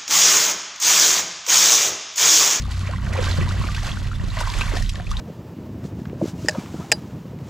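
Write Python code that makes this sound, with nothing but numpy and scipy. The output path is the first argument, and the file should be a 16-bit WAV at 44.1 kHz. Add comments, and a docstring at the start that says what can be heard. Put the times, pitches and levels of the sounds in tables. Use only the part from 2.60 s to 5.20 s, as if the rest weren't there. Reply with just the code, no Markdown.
"""Someone wades through a shallow flooded field, over a low rumble and two wavering drones.
From the start the legs churn up clouds of ringing air bubbles, spray patters and fine drips tick.
Soon lumps of water slap the surface as short noise bursts, and single large bubbles plop as fading tones.
From about 0.8 s dull underwater thumps join in; they are lower bubble tones with a steady pitch."""
import sys
import numpy as np
from scipy import signal
from scipy.fft import rfft, irfft
from scipy.io import wavfile

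SR = 44100
rng = np.random.default_rng(int(sys.argv[2]) if len(sys.argv) > 2 else 0)


def wav_out(sig):
    """Save sig, one row per channel (or a flat mono array), as 16-bit PCM at SR to the path in sys.argv[1]."""
    wavfile.write(sys.argv[1], SR, np.round(np.clip(np.atleast_2d(sig).T, -1, 1) * 32767).astype(np.int16))


N = 114660
TIME = np.arange(N) / SR
FREQ = np.fft.rfftfreq(N, 1 / SR)

# how strongly the water is stirred, before echo and panning:
# time_s, gurgle_level_db, slosh_level_db, spray_level_db
STIRRED_WATER = [(0.0, -53, -42.5, -43), (0.05, -55, -51.5, -49.5), (0.1, -52.0, -41, -45.5),
                 (0.12, -53.0, -44, -39), (0.17, -51.5, -46, -43), (0.27, -47.5, -40.0, -42.5),
                 (0.33, -50.5, -40.5, -46.5), (0.41, -54.0, -46, -50.0), (0.47, -47, -38, -44.5),
                 (0.51, -37, -41, -43), (0.55, -36.5, -34, -42.5), (0.61, -39.5, -33.5, -37),
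                 (0.66, -34.5, -33, -34), (0.75, -40.5, -40, -37.5), (0.81, -42, -35.5, -37.5),
                 (0.88, -40, -38, -42), (0.97, -43, -39.5, -40.5), (1.08, -45.5, -41, -38.5),
                 (1.13, -50, -39.5, -39.5), (1.16, -47, -39, -39.5), (1.21, -52, -41, -39),
                 (1.27, -41, -35.0, -35.5), (1.35, -51, -43.5, -42), (1.47, -48, -43, -45.0),
                 (1.51, -51, -50, -47.5), (1.58, -54, -48, -47.5), (1.62, -45.5, -43, -48.5),
                 (1.7, -46.5, -46.5, -43), (1.75, -58, -36.5, -41), (1.8, -41, -34, -37),
                 (1.85, -49, -38, -38.5), (1.92, -42, -39, -35.5), (2.01, -41, -34.5, -31),
                 (2.06, -51, -40, -38.5), (2.11, -42.5, -36.5, -39), (2.17, -36, -37, -35),
                 (2.24, -53.5, -53.5, -40.5), (2.31, -56, -51, -45.5), (2.38, -43, -45.5, -48.5),
                 (2.44, -52, -49.0, -52.5), (2.49, -50, -50.5, -47.5), (2.52, -50, -42.5, -42.5),
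                 (2.56, -56, -41.5, -47), (2.6, -43, -40, -41)]


def amp(db):
    """Turns decibels into a gain."""
    return 10 ** (np.asarray(db) / 20)


def unit(x):
    """Scales a sound to an rms (average strength) of 1."""
    return x / np.sqrt(np.mean(x ** 2) + 1e-20)


def curve(table, axis=1):
    """Draws straight lines through one column of a time table, giving a value for every sample."""
    rows = np.array(table)
    return np.interp(TIME, rows[:, 0], rows[:, axis])


def colour(x, shape):
    """Gives a sound the tone colour of a (pitch_hz, level_db) table, then scales it to rms 1."""
    hz, db = np.transpose(shape)
    gain_db = np.interp(np.log(FREQ + 1), np.log(hz), db)
    return unit(irfft(rfft(x) * amp(gain_db), N))


def drift(rate_hz):
    """Makes slow random motion of rms 1 by smoothing noise; a higher rate moves faster."""
    smoothing = np.exp(-(FREQ / rate_hz) ** 2)
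    return unit(irfft(rfft(rng.standard_normal(N)) * smoothing, N))


def sides(pan_db):
    """Gives left and right gains; a positive level difference makes the left louder."""
    return amp(np.array([[.5], [-.5]]) * pan_db)


def add(mix, s, sound):
    """Mixes a sound in at time s, in seconds."""
    part = mix[..., max(round(s * SR), 0):][..., :sound.shape[-1]]
    part += sound[..., :part.shape[-1]]


def bubble(hz, cycles, rise):
    """A trapped air bubble rings and dies; its pitch may rise until it bursts at the surface."""
    onset_cycles, burst_after = 0.4, 2.8  # burst_after is in decay times
    u = TIME[:3000] * hz  # time counted in cycles
    age = u / cycles  # time counted in decay times
    fade = np.exp(-age) / np.hypot(1, (age / burst_after) ** 3)
    pitch_hz = hz * (1 + rise * np.minimum(age, 4))
    phase = 2 * np.pi * np.cumsum(pitch_hz) / SR
    return (1 - np.exp(-u / onset_cycles)) * fade * np.sin(phase)


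def cloud(low_hz, high_hz, per_s, cycles, rise, spread_db, count=36):
    """Bubbles of many sizes and strengths ring together, born at random moments."""
    out = np.zeros(N)
    for hz in np.geomspace(low_hz, high_hz, count):
        length, glide = rng.standard_normal(2)
        born = rng.random(N) < per_s / count / SR
        strength = amp(spread_db * np.minimum(rng.exponential(1, N), 3))
        ring = unit(bubble(hz, cycles * np.exp(0.33 * length), rise * abs(glide)))
        out += signal.oaconvolve(born * strength, ring)[:N]
    return unit(out)


def churn():
    """Legs stir deep gurgles and a slosh of mid-sized bubbles, over a wash of countless tiny ones."""
    # tone colours of the gurgle and the slosh: pitch_hz, level_db (relative)
    gurgle_shape = [(150, -7), (280, 4.5), (500, 6.5), (700, 8.5), (1000, -21), (2000, -35)]
    slosh_shape = [(450, -11), (800, -5.5), (1050, 2), (1600, 0.5), (2400, -3), (3200, -5.5), (4500, -39.5),
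                   (7000, -38)]
    wash_db = -6  # noise for the tiny bubbles, relative to each cloud before colouring
    gurgle = cloud(252.5, 827, per_s=320, cycles=1.1, rise=0.037, spread_db=3.5, count=16)
    gurgle += amp(wash_db) * rng.standard_normal(N)
    slosh = cloud(699, 4516, per_s=1900, cycles=5.1, rise=0.0974, spread_db=4, count=48)
    slosh += amp(wash_db) * rng.standard_normal(N)
    return (amp(curve(STIRRED_WATER, axis=1)) * colour(gurgle, gurgle_shape)
            + amp(curve(STIRRED_WATER, axis=2)) * colour(slosh, slosh_shape))


def spray():
    """Thrown droplets tick on the water in clumps and leave tiny ringing bubbles."""
    # tone colour of the spray: pitch_hz, level_db (relative)
    spray_shape = [(1000, -4), (2000, 6), (2800, -1), (4200, 0), (5500, -3), (7200, -4), (8500, -10.5),
                   (10500, -15.5), (12200, -13), (13500, -20), (15500, -46)]
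    hits = rng.random(N) < 2600 / SR  # about 2600 droplets a second
    strength = amp(1.83 * np.minimum(rng.exponential(1, N), 3.6))
    ticks = hits * strength * rng.choice([-1, 1], N)
    fizz = cloud(2580, 9510, per_s=1300, cycles=8.3, rise=0.14, spread_db=1.5)
    hiss = rng.standard_normal((2, N))
    drops = unit(ticks) + amp(-2.5) * fizz + amp(-6) * hiss
    clumps = amp(1.8 * drift(70))
    return amp(curve(STIRRED_WATER, axis=3)) * colour(drops * clumps, spray_shape)


def drips():
    """Fine drips from wet clothes and a basket make tiny sharp ticks, each with a brief spatter."""
    # tone colour of the drips: pitch_hz, level_db (relative)
    drip_shape = [(1500, -27), (3500, 18), (6500, -1), (8500, -1), (10500, -7.5), (12200, 0), (13500, -27),
                  (15500, -24)]
    drips_per_s, spread_db, level_db, decay_s = 120, 3.8, -54.5, 0.0015
    strength = amp(spread_db * np.minimum(rng.exponential(1, N), 2.5))
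    hits = (rng.random(N) < drips_per_s / SR) * strength
    fading = signal.lfilter([1], [1, -np.exp(-1 / (decay_s * SR))], hits)
    spatter = fading * rng.standard_normal(N)
    return amp(level_db) * colour(spatter, drip_shape)


def rumble():
    """Low outdoor rumble of shaped noise and two wavering sine drones, perhaps from a far engine."""
    # loudness of the sub-bass, the upper bass and the higher drone: time_s, level_db
    sub_level = [(0, -33.5), (.3, -34.5), (.55, -29), (.85, -26), (1.1, -29), (1.5, -27.5), (1.7, -27),
                 (2.2, -26), (2.42, -32.5), (2.52, -24), (2.6, -26.5)]
    bass_level = [(0, -31), (.1, -36.5), (.3, -32.5), (.45, -30.5), (.56, -36), (.68, -31.5), (.85, -30.5),
                  (1.1, -34), (1.22, -33.5), (1.5, -34.5), (1.7, -33.5), (1.86, -42), (2.0, -34),
                  (2.13, -34), (2.3, -35), (2.6, -36)]
    drone_level = [(0, -31), (.12, -31.5), (.19, -23), (.44, -33), (.53, -24), (.72, -22.5), (.93, -23.5),
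                   (1.15, -31), (1.45, -30.5), (1.8, -32.5), (1.95, -32), (2.1, -31.5), (2.2, -28.5),
                   (2.38, -33), (2.6, -49)]
    # the deeper drone: time_s, pitch_hz, level_db
    deep_drone = [(0, 57.8, -28), (.14, 58.4, -26.5), (.24, 59, -33), (.4, 59, -26.5), (.6, 58.6, -37),
                  (1.5, 44.97, -39.5), (1.78, 34.56, -28), (1.95, 35.98, -27), (2.1, 40.3, -26.5),
                  (2.25, 35.2, -27), (2.42, 37, -36.5), (2.6, 39.9, -27)]
    # tone colours of the sub-bass and the upper bass: pitch_hz, level_db (relative)
    sub_shape = [(10, -58), (22, -0.5), (36, 3.5), (47, -4), (60, 4), (80, -12), (120, -7.5), (300, -66.5)]
    bass_shape = [(50, -53), (85, -14), (120, 1.5), (160, -5.5), (205, -5), (260, -14.5), (350, -26.5),
                  (700, -61.5)]
    # place of the sub-bass and deeper drone: time_s, left_minus_right_db
    sub_pan = [(0, 2.5), (.6, -5), (1.3, -2.5), (2, -7.5), (2.6, -3.5)]
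    drone_hz = 93

    def noise(shape, apart_db):
        """Noise shared by both sides, plus some that differs between them."""
        shared = rng.standard_normal(N)
        return colour(shared + amp(apart_db) * rng.standard_normal((2, N)), shape)

    def tone(hz):
        """A sine of rms 1 whose pitch wavers at random."""
        wavering_hz = hz + 2.47 * drift(6.9)
        return np.sqrt(2) * np.sin(2 * np.pi * np.cumsum(wavering_hz) / SR)

    sub = amp(curve(sub_level)) * noise(sub_shape, apart_db=-5)
    sub += amp(curve(deep_drone, axis=2)) * tone(curve(deep_drone))
    bass = amp(curve(bass_level)) * noise(bass_shape, apart_db=-11.5) * sides(-1.3)
    drone = amp(curve(drone_level)) * tone(drone_hz)
    return sub * sides(curve(sub_pan)) + bass + drone


def slaps():
    """Lumps of water hit the surface with a short, bright splat of noise around one pitch."""
    # each slap: start_s, level_db (before the fades), centre_hz, decay_s
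    slap_list = [(0.0209, -35.5, 4500, .003), (0.111, -35.5, 4830, .004), (0.193, -31.5, 5270, 0.0017),
                 (.446, -39, 5470, .0015), (0.527, -30, 2200, .004), (.533, -32, 5030, 0.0033),
                 (.642, -25.5, 3000, 0.0029), (.657, -26.5, 4000, .002), (0.67, -26.5, 2530, 0.0023),
                 (.8899, -31.5, 3600, 0.005), (1.1468, -27.5, 3320, 0.0069), (1.165, -30, 3430, 0.0051),
                 (1.268, -31.5, 4000, 0.0047), (1.47, -29.5, 2740, 0.0032), (1.642, -33.5, 3200, .002),
                 (1.7877, -26, 3200, .003), (1.8038, -25, 4440, 0.0026), (1.8095, -27, 7440, 0.0023),
                 (2.0083, -30, 2860, .009), (2.171, -25, 3650, 0.0032), (2.2252, -28, 5370, .002),
                 (2.2929, -22.5, 4000, 0.0046), (2.356, -30, 3215, 0.0023), (2.398, -27, 1320, 0.0031),
                 (2.5067, -34.5, 4955, 0.0047), (2.5145, -25, 3890, 0.0023), (2.5704, -32, 3900, 0.0028)]
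    width_octaves, attack_s = 1, .0002
    out, t = np.zeros(N), TIME[:2048]
    octave = np.log2(np.fft.rfftfreq(len(t), 1 / SR) + 1)
    for start_s, level_db, centre_hz, decay_s in slap_list:
        distance = (octave - np.log2(centre_hz)) / width_octaves
        band = 1 / (1 + distance ** 2) ** 2
        burst = unit(irfft(rfft(rng.standard_normal(len(t))) * band))
        fade = np.exp(-t / decay_s) * (1 - np.exp(-t / attack_s))
        add(out, start_s, amp(level_db) * burst * fade)
    return out


def plops():
    """Large single bubbles ring and stand out of the slosh."""
    # each bubble: start_s, pitch_hz (at first), level_db (before the fades), decay_cycles,
    # pitch_rise (share of the first pitch per decay time)
    plop_list = [(0.0547, 1160, -28.5, 4, 0.0), (0.0799, 661, -34.5, 6.2, 0.43),
                 (0.2722, 2070, -24, 3.1, 0.14), (0.2915, 513, -25.5, 6.1, 0.3),
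                 (0.335, 1048, -21.5, 6.3, 0.0), (0.3609, 1950, -28.5, 8.7, 0.04),
                 (0.4667, 1650, -23.5, 3.3, 0.057), (0.475, 670, -28, 3.8, 0.0031),
                 (0.5387, 1900, -19.5, 4.6, 0.08), (0.5551, 754, -21, 4.2, 0.25),
                 (0.5769, 2430, -25, 12, 0.0), (0.578, 530, -25, 10, 0.033),
                 (0.5891, 488, -14, 3.5, 0.0051), (0.6235, 320, -26, 2.3, 0), (0.6342, 1529, -21, 3.1, 0.0),
                 (0.6702, 1170, -20, 4, 0.0), (0.6793, 1590, -24, 7, 0.022),
                 (0.7017, 1616, -26, 6.2, 0.015), (0.7128, 3700, -16.5, 6.2, 0.19),
                 (0.729, 3460, -21.5, 5.9, 0.13), (0.7854, 490, -17, 1.7, 0.057),
                 (0.8121, 1872, -17, 2.5, 0.36), (0.8209, 1890, -26, 13, 0.033),
                 (0.8741, 970, -26.5, 7.9, 0.014), (0.8903, 3800, -27, 6, 0.0053),
                 (0.9093, 1200, -22, 5.6, 0.28), (0.971, 1560, -24.5, 3.7, 0.08),
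                 (1.0139, 976, -27.5, 8.8, 0.21), (1.0385, 2350, -24.5, 4.1, 0.017),
                 (1.041, 1072, -19, 2.7, 0.082), (1.071, 2300, -23, 5.3, 0.04),
                 (1.0871, 1500, -17, 2.2, 0.0), (1.0874, 1170, -27, 16, 0.0044),
                 (1.1645, 1482, -29, 21.6, 0.16), (1.1811, 1650, -22, 3, 0.14),
                 (1.235, 695, -26.5, 3.2, 0.1), (1.2679, 1190, -23, 2.1, 0.14),
                 (1.2916, 2640, -23, 5.0, 0.052), (1.3167, 3200, -21.5, 8.6, 0.087),
                 (1.3712, 1280, -25, 5.9, 0.22), (1.5153, 1313, -23.5, 5.4, 0.034),
                 (1.5321, 1420, -21, 1.8, 0.012), (1.553, 3540, -29, 8, 0),
                 (1.5974, 1790, -28.5, 4.8, 0.018), (1.703, 3760, -28.5, 15.3, 0.11),
                 (1.7691, 1854, -22.5, 8.7, 0.13), (1.7697, 634, -26, 11, 0.017),
                 (1.7708, 949, -25.5, 11, 0.23), (1.8055, 1445, -20.5, 7.8, 0.034),
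                 (1.8096, 883, -20.5, 10.7, 0.207), (1.8113, 604, -22.5, 4, 0.038),
                 (1.8725, 997, -19.5, 8.9, 0.04), (1.877, 1012, -18.5, 6.3, 0.021),
                 (1.8936, 955, -26.5, 11, 0.04), (1.9012, 3580, -18, 3.5, 0.0),
                 (1.938, 2240, -23, 6.2, 0.096), (2.0104, 2490, -18, 20, 0.04),
                 (2.0107, 985, -17, 4.2, 0.19), (2.0152, 1524, -23, 13, 0.028),
                 (2.0177, 2470, -11.5, 6.2, 0.074), (2.0361, 1064, -23, 3.8, 0.021),
                 (2.08, 2260, -24.5, 5.8, 0.046), (2.1198, 575, -22, 2.5, 0.057),
                 (2.1357, 344, -14, 0.96, 0.18), (2.1667, 1760, -22.5, 10.6, 0.04),
                 (2.1691, 706, -19, 2.3, 0.037), (2.207, 546, -27, 1.7, 0.26),
                 (2.2223, 1780, -25, 6.2, 0.031), (2.262, 3420, -24, 6, 0.1), (2.3368, 6950, -31, 11, 0),
                 (2.3555, 3700, -24, 3.6, 0.019), (2.3583, 1706, -28.5, 5.7, 0.023),
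                 (2.3997, 710, -22, 2.4, 0.01), (2.4683, 2350, -27.5, 9.9, 0.11),
                 (2.5145, 1140, -21.5, 8.1, 0.08), (2.5689, 3547, -16.5, 5.6, 0.077)]
    out = np.zeros(N)
    for start_s, pitch_hz, level_db, decay_cycles, pitch_rise in plop_list:
        add(out, start_s, amp(level_db) * bubble(pitch_hz, decay_cycles, pitch_rise))
    return out


def thumps():
    """A leg pulls through the mud and a big pocket of water and air closes behind it, ringing low."""
    # each thump: start_s, pitch_hz, level_db (before the fades), decay_cycles
    thump_list = [(0.783, 149, -8.5, 1.9), (.812, 350, -24, 3.7), (0.818, 120, -15.5, 3.9),
                  (1.000, 131.5, -11, 1.6), (1.046, 328, -22.5, 1.7), (1.283, 149, -29, 1.8),
                  (1.325, 204, -24, 4.7), (1.6, 131, -14, 1.2), (1.637, 176, -8, 0.58),
                  (1.682, 174.2, -14.5, 0.96), (2.138, 270, -19, 1.15), (2.167, 261, -31, 1.6),
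                  (2.468, 167.5, -22.5, 3.5)]
    out = np.zeros(N)
    for start_s, pitch_hz, level_db, decay_cycles in thump_list:
        add(out, start_s, amp(level_db) * bubble(pitch_hz, decay_cycles, rise=0))
    return out


def surroundings(x):
    """Body, basket and leaves scatter a brief echo; the two ears of the microphone differ a little."""
    echo_db, echo_decay_s = -10.5, .011
    width_db, width_decay_s = -23.5, 0.0011
    t = TIME[:4096]
    taps = rng.standard_normal((3, len(t)))
    tail = taps[:2] * np.exp(-t / echo_decay_s) * (t > .002)  # the echo waits 2 ms
    near = taps[2] * np.exp(-t / width_decay_s)
    echo = signal.oaconvolve(x, tail / np.linalg.norm(tail[0]), axes=1)[:, :N]
    side = signal.oaconvolve(x.mean(0), near / np.linalg.norm(near))[:N]
    return x + amp(echo_db) * echo + amp(width_db) * np.array([side, -side])


def placed(x):
    """Places the wader by ear timing and level: the right is ahead, and louder until near the end."""
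    # timing between the ears: pitch_hz, left_lead_radians (negative when the right is ahead)
    ear_lead = [(100, -1.8), (1200, -0.1), (3500, -0.66), (5000, -0.21), (10000, -0.097), (13000, 0)]
    # level between the ears: time_s, left_minus_right_db
    wader_pan = [(0, -0.2), (.7, -2), (1.3, -0.8), (1.8, -1), (2.2, 0.5), (2.6, .3)]
    lead = np.interp(FREQ, *np.transpose(ear_lead))
    turn = np.exp(1j * np.array([[.5], [-.5]]) * lead)
    return irfft(rfft(x) * turn, N) * sides(curve(wader_pan))


def scene():
    """Lays the echoing, placed water sounds over the rumble."""
    water = churn() + spray() + drips() + slaps() + plops() + thumps()
    return placed(surroundings(water)) + rumble()


def record(dry):
    """Applies the microphone's treble roll-off, then the band limit."""
    top_hz, edge_hz = 12900, 15700
    soft = irfft(rfft(dry) / np.sqrt(1 + (FREQ / top_hz) ** 20), N)
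    band_limit = signal.firwin(511, edge_hz, window=("kaiser", 9), fs=SR)
    return signal.oaconvolve(soft, band_limit[None], "same")


dry = scene()
out = record(dry)
wav_out(out)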